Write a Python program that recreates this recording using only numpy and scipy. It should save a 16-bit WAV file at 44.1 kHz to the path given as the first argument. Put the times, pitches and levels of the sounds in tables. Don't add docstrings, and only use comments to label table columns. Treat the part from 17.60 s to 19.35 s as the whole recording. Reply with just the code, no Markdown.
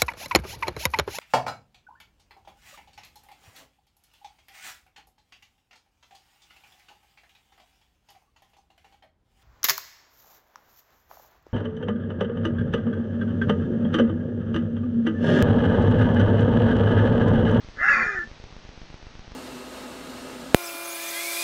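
import sys
import numpy as np
from scipy import signal
from scipy.fft import rfft, irfft
from scipy.io import wavfile
from scipy.ndimage import uniform_filter1d

SR = 44100
rng = np.random.default_rng(int(sys.argv[2]) if len(sys.argv) > 2 else 0)


def waveform_to_disk(signal):
    frames = np.transpose(np.atleast_2d(signal))
    scaled = np.clip(frames, -1, 1) * 32767
    samples = np.round(scaled).astype(np.int16)
    wavfile.write(sys.argv[1], SR, samples)


N = 77175
TIME = np.arange(N) / SR

# frequency_hz, relative_db
HISS_TONE = [(20, 20), (60, 8.5), (120, 13), (250, 8), (500, 5), (1000, 2), (2000, 0.5), (4000, -2),
             (5500, -5), (6600, -8), (8200, -10)]
# start_s, direction (-1 down, 1 up), level_db
TICK_STEPS = [(.0468, -1, -33.5), (0.0872, 1, -31)]
# time_s, pitch_hz
VOICE_PITCH = [(.18, 255.2), (.21, 293), (.24, 380.6), (.283, 422.1), (.296, 580), (.35, 554.1),
               (.43, 497.5), (.47, 427), (.5, 409.9), (.55, 383), (.6, 349), (.65, 330)]
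# time_s, roughness (0 to 1)
ROUGHNESS = [(.17, .7), (.24, .55), (.31, .48), (.36, 0.7), (.45, .6), (.49, 0.5), (.54, .58), (.59, 0.4),
             (.66, 0.4)]
# time_s, pitch_hz, relative_db
SECOND_VOICE = [(.28, 427.7, -16), (.31, 421.6, -3.5), (.335, 385, -8.5), (.37, 370.6, -4.5),
                (.46, 360.7, -3), (.485, 345, -10)]
# time_s, level_db
CALL_LEVEL = [(.15, -65), (.176, -44.5), (.19, -32.5), (.238, -19), (.276, -22), (.283, -14.5),
              (.324, -16.5), (.344, -19.5), (.4, -22.5), (.424, -21), (.456, -27), (.495, -24.5),
              (.515, -31.5), (.565, -31.5), (.6, -32), (.63, -40.5), (.66, -55.5)]
# time_s, level_db
TREBLE_LEVEL = [(.17, -75.5), (.24, -53), (.32, -44.5), (.42, -50), (.47, -51), (.55, -55.5), (.66, -65)]
# time_s, opening (0 to 1)
MOUTH_OPENING = [(.16, 0.6), (.205, 0.54), (.245, 0.58), (.3, 0.92), (.4, 0.96), (.5, 0.19), (.56, 0.46),
                 (.6, 0.04)]
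# frequency_hz, width_hz, mouth_open_db, mouth_closed_db
THROAT_RINGS = [(1096, 30, -7, -31), (1257, 41, -11, -7), (1344, 37, 4.5, -25.5), (1419, 80, 0.5, -8.5),
                (1495, 81, -1.5, -4.5), (1698, 115, 1, -5), (1765, 32.5, 0, 4.5), (1926, 58, -0.5, -10),
                (2030, 49, 2.5, -11.5), (2095, 55, -22, -19.5)]
# time_s, frequency_hz, relative_db
MOUTH_RING = [(.19, 2780, -29), (.26, 2670, -16), (.305, 2684, -12), (.34, 2430, -4.5), (.42, 2396, -9),
              (.5, 2405, -14), (.55, 2450, -13.5), (.59, 2380, -30)]
# frequency_hz, width_hz, relative_db
TREBLE_RINGS = [(3624, 360, -2.5), (4580, 410, -7), (5120, 170, -2), (5470, 110, 3), (6010, 250, -2.5),
                (6656, 200, 1), (6844, 320, 2.5), (7800, 670, -10.5)]
# time_s, lowest_db, octave_above_db
LOW_TONES = [(.17, -51, -74), (.205, -56.5, -45.5), (.25, -63.5, -39), (.285, -63, -41.5), (.315, -40, -71),
             (.37, -49, -63), (.43, -42, -44), (.475, -44, -60.5), (.57, -44, -47), (.61, -45, -78),
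             (.65, -61, -69)]
# middle_s, half_length_s, pitch_hz, level_db
LOW_GROWLS = [(0.397, .04, 227.4, -39), (0.659, 0.021, 225.7, -49.5)]
# frequency_hz, relative_db
CHEST_TONE = [(80, -9), (140, -3), (230, -0.5), (310, -11.5), (450, -3), (620, -7), (880, -1),
              (1020, -14.5), (1300, -33.5)]
# time_s, level_db
CHEST_RASP_LEVEL = [(.17, -60), (.23, -49), (.275, -48.5), (.31, -41), (.44, -41.5), (.48, -44.5),
                    (.56, -57), (.66, -62)]
# time_s, pitch_hz, level_db
BREATH_WHISTLE = [(.25, 4800, -67), (.32, 4635, -49.5), (.38, 4604, -52), (.41, 4550, -55),
                  (.432, 4450, -46.5), (.46, 4400, -71.5)]
# time_s, pitch_hz, level_db
CLOSING_NOTE = [(.555, 1770, -43.5), (.582, 1775, -28.5), (.592, 1765, -31.5), (.604, 1727, -25.5),
                (.62, 1766, -39.5), (.636, 1770, -31.5), (.652, 1770, -53.5), (.675, 1770, -49.5),
                (.7, 1760, -70)]
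# frequency_hz, gain_db
CAMERA_TREBLE = [(6000, 0.5), (6900, -6), (7280, -14.5), (7480, -38), (7700, -16), (8000, -6.5),
                 (8250, -20.5), (8500, -49.5)]


def from_db(db):
    return 10 ** (np.asarray(db) / 20)


def rms_one(x):
    return x / np.sqrt(np.mean(x ** 2) + 1e-20)


def curve(rows, column=1):
    rows = np.array(rows)
    return np.interp(TIME, rows[:, 0], rows[:, column])


def envelope(rows, column=1):
    return from_db(curve(rows, column)) * (TIME > rows[0][0]) * (TIME < rows[-1][0])


def shape_tone(x, points):
    hz, db = np.transpose(points)
    bins_hz = np.maximum(np.arange(N + 1) * SR / (2 * N), 1)
    gain = from_db(np.interp(np.log(bins_hz), np.log(hz), db))
    return irfft(rfft(x, 2 * N) * gain)[:N]


def wobble(rate_hz):
    smoothing = signal.butter(2, rate_hz, fs=SR, output="sos")
    return rms_one(signal.sosfilt(smoothing, rng.standard_normal(N)))


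def ring(x, centre_hz, width_hz):
    turn = np.exp(2j * np.pi * np.cumsum(centre_hz) / SR)
    decay = np.exp(-np.pi * width_hz / SR)
    return (signal.lfilter([(1 - decay) ** 2], [1, -2 * decay, decay * decay], x / turn) * turn).real


def even_out(x, window_samples=600):
    return x / np.sqrt(np.abs(uniform_filter1d(x ** 2, window_samples)) + 1e-20)


def wavering_phase(pitch_hz, waver, rate_hz=110):
    return 2 * np.pi * np.cumsum(pitch_hz * (1 + waver * wobble(rate_hz))) / SR


def hiss(level_db=-49, crackles_per_s=14, crackle_db=-41.5, crackle_hz=260):
    happens = rng.random(N) < crackles_per_s / SR
    clicks = happens * from_db(crackle_db + 2 * rng.standard_normal(N))
    crackle = signal.lfilter([1], [1, -np.exp(-2 * np.pi * crackle_hz / SR)], clicks + 1e-18)
    noise = rms_one(shape_tone(rng.standard_normal(N), HISS_TONE))
    return from_db(level_db) * noise - crackle


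def ticks(period_s=.12555, spread_db=0.15, recovery_hz=25, damping=0.68):
    jumps = np.zeros(N)
    for start_s, direction, db in TICK_STEPS:
        at = (np.arange(start_s, (N - 1) / SR, period_s) * SR).astype(int)
        jumps[at] += direction * from_db(db + spread_db * rng.standard_normal(N)[at])
    speed = 2 * np.pi * recovery_hz
    sag = signal.bilinear([1, 0, 0], [1, 2 * damping * speed, speed * speed], SR)
    return signal.lfilter(*sag, np.cumsum(jumps))


def vocal_folds(pitch_hz, rough, waver=.045, flutter_db=5, flutter_hz=73, surge_db=2):
    phase = wavering_phase(pitch_hz, waver * rough)
    puff_count = np.floor(phase / (2 * np.pi))
    puffs = rms_one(np.diff(puff_count, prepend=0) - pitch_hz / SR)
    breath = rms_one(rng.standard_normal(N) * from_db(surge_db * np.cos(phase)))
    flutter = from_db(flutter_db * rough * wobble(flutter_hz))
    return ((1 - rough) * puffs + 0.98 * rough * breath) * flutter


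def throat_and_mouth(buzz, band_hz=(1093, 2762), dulling=0.22):
    opening = curve(MOUTH_OPENING)
    shift = 1 + 0.01 * (opening - .7)
    effort_db = curve(CALL_LEVEL)
    tilt_db_per_octave = dulling * (effort_db - effort_db.max())
    main = np.zeros(N)
    for hz, width_hz, open_db, closed_db in THROAT_RINGS:
        db = closed_db + (open_db - closed_db) * opening + tilt_db_per_octave * np.log2(hz / 1700)
        main += from_db(db) * ring(buzz, hz * shift, width_hz)
    main += from_db(curve(MOUTH_RING, column=2)) * ring(buzz, curve(MOUTH_RING), width_hz=111)
    main = signal.sosfilt(signal.butter(6, band_hz, "band", fs=SR, output="sos"), main)
    treble = sum(from_db(db) * ring(buzz, hz * shift, width_hz) for hz, width_hz, db in TREBLE_RINGS)
    return even_out(main) * envelope(CALL_LEVEL) + even_out(treble) * envelope(TREBLE_LEVEL)


def low_voice(pitch_hz, rough, waver=.03):
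    phase = wavering_phase(pitch_hz, waver * rough)
    tones = envelope(LOW_TONES) * np.sin(phase) + envelope(LOW_TONES, column=2) * np.sin(2 * phase)
    second_phase = wavering_phase(curve(SECOND_VOICE), waver)
    second_gain = from_db(-48) * envelope(SECOND_VOICE, column=2)
    tones += second_gain * (np.sin(second_phase) + np.sin(2 * second_phase))
    for middle_s, half_length_s, hz, db in LOW_GROWLS:
        swell = np.exp(-((TIME - middle_s) / half_length_s) ** 2)
        tones += from_db(db) * swell * np.sin(2 * np.pi * hz * TIME)
    return np.sqrt(2) * tones


def chest_rasp():
    return rms_one(shape_tone(rng.standard_normal(N), CHEST_TONE)) * envelope(CHEST_RASP_LEVEL)


def whistle(flutter_db=3, flutter_hz=73):
    tone = even_out(ring(rng.standard_normal(N), curve(BREATH_WHISTLE), width_hz=37))
    return tone * envelope(BREATH_WHISTLE, column=2) * from_db(flutter_db * wobble(flutter_hz))


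def closing_note():
    phase = wavering_phase(curve(CLOSING_NOTE), waver=0.0084)
    return np.sqrt(2) * envelope(CLOSING_NOTE, column=2) * np.sin(phase)


def lynx():
    pitch_hz, rough = curve(VOICE_PITCH), curve(ROUGHNESS)
    buzz = vocal_folds(pitch_hz, rough)
    buzz += envelope(SECOND_VOICE, column=2) * vocal_folds(curve(SECOND_VOICE), rough=.3)
    return throat_and_mouth(buzz) + low_voice(pitch_hz, rough) + chest_rasp() + whistle() + closing_note()


def scene():
    return (lynx() + ticks() + hiss())[None]


def record(dry, cutoff_hz=8400):
    treble_cut = signal.ellip(10, .1, 80, cutoff_hz, fs=SR, output="sos")
    return signal.sosfilt(treble_cut, shape_tone(dry[0], CAMERA_TREBLE))[None]


dry = scene()
out = record(dry)
waveform_to_disk(out)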